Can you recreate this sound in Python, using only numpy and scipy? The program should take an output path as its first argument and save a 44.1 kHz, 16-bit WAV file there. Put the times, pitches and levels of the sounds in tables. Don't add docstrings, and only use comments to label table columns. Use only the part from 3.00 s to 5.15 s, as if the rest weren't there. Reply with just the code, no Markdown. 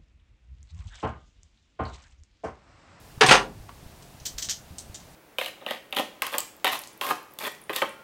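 import sys
import numpy as np
from scipy import signal
from scipy.fft import rfft, irfft, next_fast_len
from scipy.io import wavfile
from scipy.ndimage import uniform_filter1d, minimum_filter1d

SR = 44100
rng = np.random.default_rng(int(sys.argv[2]) if len(sys.argv) > 2 else 0)


def wav_out(sig):
    wavfile.write(sys.argv[1], SR, np.round(np.clip(np.atleast_2d(sig).T, -1, 1) * 32767).astype(np.int16))


N = 94815
RING = int(0.5 * SR)
AGE = np.arange(RING) / SR

# pitch_hz, level_db (per Hz)
HUSH_COLOUR = [(15, -37), (25, -2), (122, -1), (221, -7.5), (509, -13), (703, -9.5), (782, -12),
               (1340, -18), (1530, -18.5), (2120, -20.5), (2490, -21), (2770, -19.5), (3000, -22),
               (4380, -22.5), (15500, -29)]
HUSH_DB = -49.5

# start_s, level_db, pitch_hz, t60_s
BUMPS = [(0.176, -40, 106, 0.028), (0.286, -27, 138, 0.064), (.308, -25.5, 146.3, 0.12),
         (0.323, -30, 45.7, 0.64), (0.549, -40.5, 107, 0.76), (0.598, -39, 48.6, 0.14),
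         (0.828, -47.5, 129, 0.027), (0.862, -42.5, 86, 0.023), (1.216, -49, 85, 0.024),
         (1.317, -49.5, 74, 0.15), (1.349, -40, 47, 0.25), (1.479, -49, 99, 0.04),
         (1.707, -42.5, 81.5, 0.084), (1.718, -50, 183, 0.18), (1.841, -50, 63.6, 0.048),
         (1.897, -42, 89, 0.04)]
BUMP_RISE_S = 0.00127

# start_s, level_db
KNOCKS = [(.178, -58), (0.6886, -55), (0.6927, -44.5)]
# pitch_hz, level_db (per Hz)
KNOCK_COLOUR = [(200, -13), (700, -2), (1100, 8.5), (1700, -3.5), (2900, -5.5), (6000, -21.5),
                (14000, -35.5)]
KNOCK_T60_S = 0.037

# start_s, level_db, tilt_db (per octave), lower_edge_hz,
# chatter_t60_s, note_hz (of the struck panel or tool), note_level_db
DRAWER_BLOWS = [(0.2084, -30, 0.5, 402, 0.078, 430, -4), (0.2105, -12.5, 1.6, 590, 0.056, 424, -6.5),
                (.2152, -14, 0.5, 610, 0.04, 445.5, -2.5), (.2205, -11, -1.5, 330, 0.096, 1120, -12.5),
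                (.2315, -15, -0.5, 250, 0.04, 950, -17), (0.243, -15.5, -5, 218, .06, 770, -6),
                (0.2636, -17.5, 5.5, 200, 0.17, 1093, -6.5), (0.2875, -14, 0.5, 119, 0.079, 1580, -8),
                (0.2924, -15.5, 2.5, 141, 0.15, 2532, -1.5), (0.3102, -6.5, -0.5, 253, 0.037, 1396, -6),
                (0.3158, -10.5, 2.5, 298, 0.1, 534, -7), (0.3233, -14.5, 1.5, 350, 0.076, 908, -10),
                (.3285, -15, -3, 354, 0.044, 2750, -6), (.3375, -15, -2, 346, 0.051, 1273, -3.5),
                (0.3465, -18.5, -0.5, 346, .07, 1172, -8), (0.3522, -16, 1, 360, 0.077, 1813, -8.5)]
# pitch_hz, level_db (per Hz)
BLOW_COLOUR = [(60, -13.5), (140, 1), (250, -5.5), (370, -4), (600, -5.5), (760, 2.5), (1150, -2),
               (1800, -2.5), (2800, -3.5), (4500, -11), (8500, -23.5), (10500, -31), (12500, -43),
               (15500, -47.5)]
# pitch_hz, level_db, t60_s
DRAWER_MODES = [(354, -2, 0.15), (413, 2, .18), (509.5, 0, 0.21), (790, -4, 0.31), (996, 0.5, .24),
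                (1054, 0, 0.2), (1156, 3, 0.22), (1568, -3.5, 0.13)]
DRAWER_SPREAD = 0.018
SHEET_DB, LOAD_DB, LOAD_T60_S = -9.5, -8.5, 0.1
PANEL_RISE_S, PANEL_T60_S = 0.0011, 0.055
LOW_SLOPE_DB = -11.5

# start_s, level_db
SPANNER_HITS = [(.2636, -27.5), (.29, -35.5), (.3235, -29.5)]
# pitch_hz, level_db, t60_s
SPANNER_MODES = [(4890, -14, 0.13), (6340, -2.5, 0.066), (6600, -9, 0.064), (8170, 5, 0.098),
                 (8360, 1, 0.0714), (8900, -1.5, 0.056)]

# start_s, level_db, tilt_db (per octave), upper_edge_hz (of the click),
# note_hz (of the struck tool), note_level_db
CLINKS = [(1.024, -56, -8, 10100, 8050, -8), (1.2, -53.5, -5, 7600, 5900, -9),
          (1.254, -38, -3.5, 9000, 13730, -14), (1.2567, -34.5, -1.5, 8100, 14900, -8),
          (1.2642, -34, -0.5, 9000, 11600, -13), (1.381, -40.5, -5.5, 8500, 11500, -12),
          (1.384, -33.5, -4, 8900, 15000, -14), (1.421, -39, -3.5, 8400, 11800, -18),
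          (1.4244, -32, -1, 8200, 7090, -11), (1.4464, -39, -3, 9800, 14950, -17),
          (1.4878, -35.5, -7, 7960, 3106, -13), (1.496, -27.5, -1.5, 8300, 13720, -21),
          (1.5026, -36, -2.5, 7950, 11650, -11.5), (1.5097, -30.5, -1.5, 8100, 11800, -22),
          (1.7839, -39, 1.5, 10300, 8300, -10), (1.804, -55, 9, 9500, 5950, -4),
          (1.9447, -43, -1.5, 9300, 3750, -7.5), (1.949, -47.5, -4, 9100, 7100, 1.5),
          (2.001, -55.5, -4, 8000, 3760, -13)]
# pitch_hz, level_db (per Hz)
CLINK_COLOUR = [(400, -37.5), (1000, -28.5), (1750, -13.5), (2400, -14.5), (3200, -5.5), (4600, -1.5),
                (5600, 0.5), (7100, 1.5), (8600, 2), (10300, -6), (11600, -0.5), (12600, -10), (13700, -2),
                (15500, -11)]
CLINK_T60_S = 0.082
EDGE_START, EDGE_END, EDGE_DB = 0.85, 1.17, -15.5
# pitch_hz, level_db, t60_s
TOOL_MODES = [(1770, -7, 0.067), (3080, 0.5, 0.072), (3760, -9, 0.15), (5340, -9, 0.14), (5680, 5, 0.12),
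              (6130, 8.5, 0.095), (6550, 4, 0.15), (7000, -14, 0.23)]
TOOL_MODES_DB, TOOL_SPREAD = -7.5, 0.0149
TOOL_T60_S, NOTE_WIDTH_HZ = 0.065, 85

RATTLE_DB, RATTLE_STEP_S, TICK_DB = 3.5, 0.0012, -10
EVEN_HZ = 260

# pitch_hz, t60_s
ROOM_T60 = [(100, 0.62), (500, 0.32), (1000, 0.26), (2500, 0.21), (6000, 0.2), (15000, 0.25)]
ROOM_DB, ROOM_GAP_S, ROOM_BUILD_S = -7, 0.0055, 0.002

DUCK_ABOVE_DB, DUCK_SHARE, RELEASE_DB_PER_S = -19, 0.15, 45
CEILING, TOP_HZ = 0.98, 15800


def amp(db):
    return 10 ** (np.asarray(db) / 20)


def unit(x):
    return x / np.sqrt(np.sum(x ** 2))


def fade(t60):
    return np.exp(-np.log(1000) * AGE / t60)


def colour(x, points, tilt_db=0):
    size = next_fast_len(2 * len(x), True)
    size += size % 2
    octave = np.log2(np.maximum(np.arange(size // 2 + 1) * SR / size, 10))
    hz, db = np.array(points).T
    curve_db = np.interp(octave, np.log2(hz), db)
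    curve_db = curve_db + tilt_db * np.clip(octave, np.log2(hz[0]), np.log2(hz[-1]))
    cepstrum = irfft(np.log(amp(curve_db)))
    cepstrum[1:size // 2] *= 2
    cepstrum[size // 2 + 1:] = 0
    return irfft(rfft(x, size) * np.exp(rfft(cepstrum)))[:len(x)]


def even(x):
    spectrum = rfft(x, 2 * RING)
    power = uniform_filter1d(np.abs(spectrum) ** 2, size=int(EVEN_HZ * 2 * RING / SR))
    return unit(irfft(spectrum / np.sqrt(power + 1e-18))[:RING])


def add(track, start_s, level_db, sound):
    start = int(start_s * SR)
    part = sound[:len(track) - start]
    track[start:start + len(part)] += part * amp(level_db) * np.sqrt(SR / 50)


def contact(t60):
    step = (AGE / RATTLE_STEP_S).astype(int)
    loudness = rng.standard_normal(RING)[step]
    chatter = rng.standard_normal(RING) * amp(RATTLE_DB * np.clip(loudness, -2, 2))
    hit = unit(chatter * fade(t60))
    hit[0] += amp(TICK_DB)
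    return even(hit)


def note(hz, t60):
    return unit(np.sin(2 * np.pi * hz * AGE) * fade(t60))


def ring(modes, spread=0):
    total = np.zeros(RING)
    for hz, level_db, t60 in modes:
        level_chance, pitch_chance = rng.standard_normal(2)
        wave = np.sin(2 * np.pi * hz * (1 + spread * pitch_chance) * AGE)
        total += amp(level_db + 2 * level_chance) * np.sign(pitch_chance) * wave * fade(t60)
    return unit(total)


def hush():
    return unit(colour(rng.standard_normal(N), HUSH_COLOUR)) * np.sqrt(N) * amp(HUSH_DB)


def bumps():
    out = np.zeros(N)
    for start_s, level_db, hz, t60 in BUMPS:
        rise = 1 - np.exp(-AGE / BUMP_RISE_S)
        add(out, start_s, level_db, unit(np.sin(2 * np.pi * hz * AGE) * fade(t60) * rise))
    return out


def knocks():
    out = np.zeros(N)
    for start_s, level_db in KNOCKS:
        add(out, start_s, level_db, unit(colour(contact(KNOCK_T60_S), KNOCK_COLOUR)))
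    return out


def jostled(count):
    total = np.zeros(RING)
    for hz in np.exp(rng.uniform(np.log(700), np.log(7000), count)):
        total += rng.standard_normal() * note(hz, LOAD_T60_S)
    return unit(total)


def drawer():
    out = np.zeros(N)
    for start_s, level_db, tilt_db, low_hz, t60, note_hz, note_db in DRAWER_BLOWS:
        blow = unit(colour(contact(t60), BLOW_COLOUR, tilt_db))
        blow += amp(SHEET_DB) * ring(DRAWER_MODES, DRAWER_SPREAD)
        blow += amp(LOAD_DB) * jostled(count=24)
        blow = colour(blow, [(low_hz / 4, 2 * LOW_SLOPE_DB), (low_hz, 0)])
        struck = unit(note(note_hz, PANEL_T60_S) * (1 - np.exp(-AGE / PANEL_RISE_S)))
        add(out, start_s, level_db, blow + amp(note_db) * struck)
    return out


def spanner():
    out = np.zeros(N)
    for start_s, level_db in SPANNER_HITS:
        add(out, start_s, level_db, ring(SPANNER_MODES))
    return out


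def cluster(hz, count):
    total = np.zeros(RING)
    for size, offset in rng.standard_normal((count, 2)):
        total += size * note(hz + NOTE_WIDTH_HZ * offset, TOOL_T60_S)
    return unit(total)


def small_tools():
    out = np.zeros(N)
    for start_s, level_db, tilt_db, edge_hz, note_hz, note_db in CLINKS:
        click = colour(contact(CLINK_T60_S), CLINK_COLOUR, tilt_db)
        click = colour(click, [(EDGE_START * edge_hz, 0), (EDGE_END * edge_hz, EDGE_DB)])
        clink = unit(click) + amp(TOOL_MODES_DB) * ring(TOOL_MODES, TOOL_SPREAD)
        clink += amp(note_db) * cluster(note_hz, count=8)
        add(out, start_s, level_db, clink)
    return out


def workshop(x):
    hz, t60 = np.array(ROOM_T60).T
    noise = rfft(rng.standard_normal(RING))
    log_hz = np.log(np.maximum(np.arange(len(noise)) * SR / RING, 1))
    tail = np.zeros(RING)
    for band, band_t60 in zip(np.eye(len(hz)), t60):
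        share = np.interp(log_hz, np.log(hz), band)
        tail += irfft(noise * share, RING) * fade(band_t60)
    build = 1 - np.exp(-np.maximum(AGE - ROOM_GAP_S, 0) / ROOM_BUILD_S)
    response = amp(ROOM_DB) * unit(tail * build)
    response[0] += 1
    return signal.fftconvolve(x, even(response))[:N]


def scene():
    chest = workshop(knocks() + drawer() + spanner() + small_tools())
    return (hush() + bumps() + chest)[None]


def record(dry):
    released = RELEASE_DB_PER_S * np.arange(N) / SR
    level_db = 20 * np.log10(np.abs(dry) + 1e-9)
    held_db = np.maximum.accumulate(level_db + released, axis=-1) - released
    ducked = dry * amp(-DUCK_SHARE * np.maximum(held_db - DUCK_ABOVE_DB, 0))
    limit = CEILING / np.maximum(np.abs(ducked), CEILING)
    gain = uniform_filter1d(minimum_filter1d(limit, size=89), size=89)
    treble_cut = signal.ellip(8, 0.2, 70, TOP_HZ, fs=SR, output="sos")
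    return signal.sosfilt(treble_cut, ducked * gain)


dry = scene()
out = record(dry)
wav_out(out)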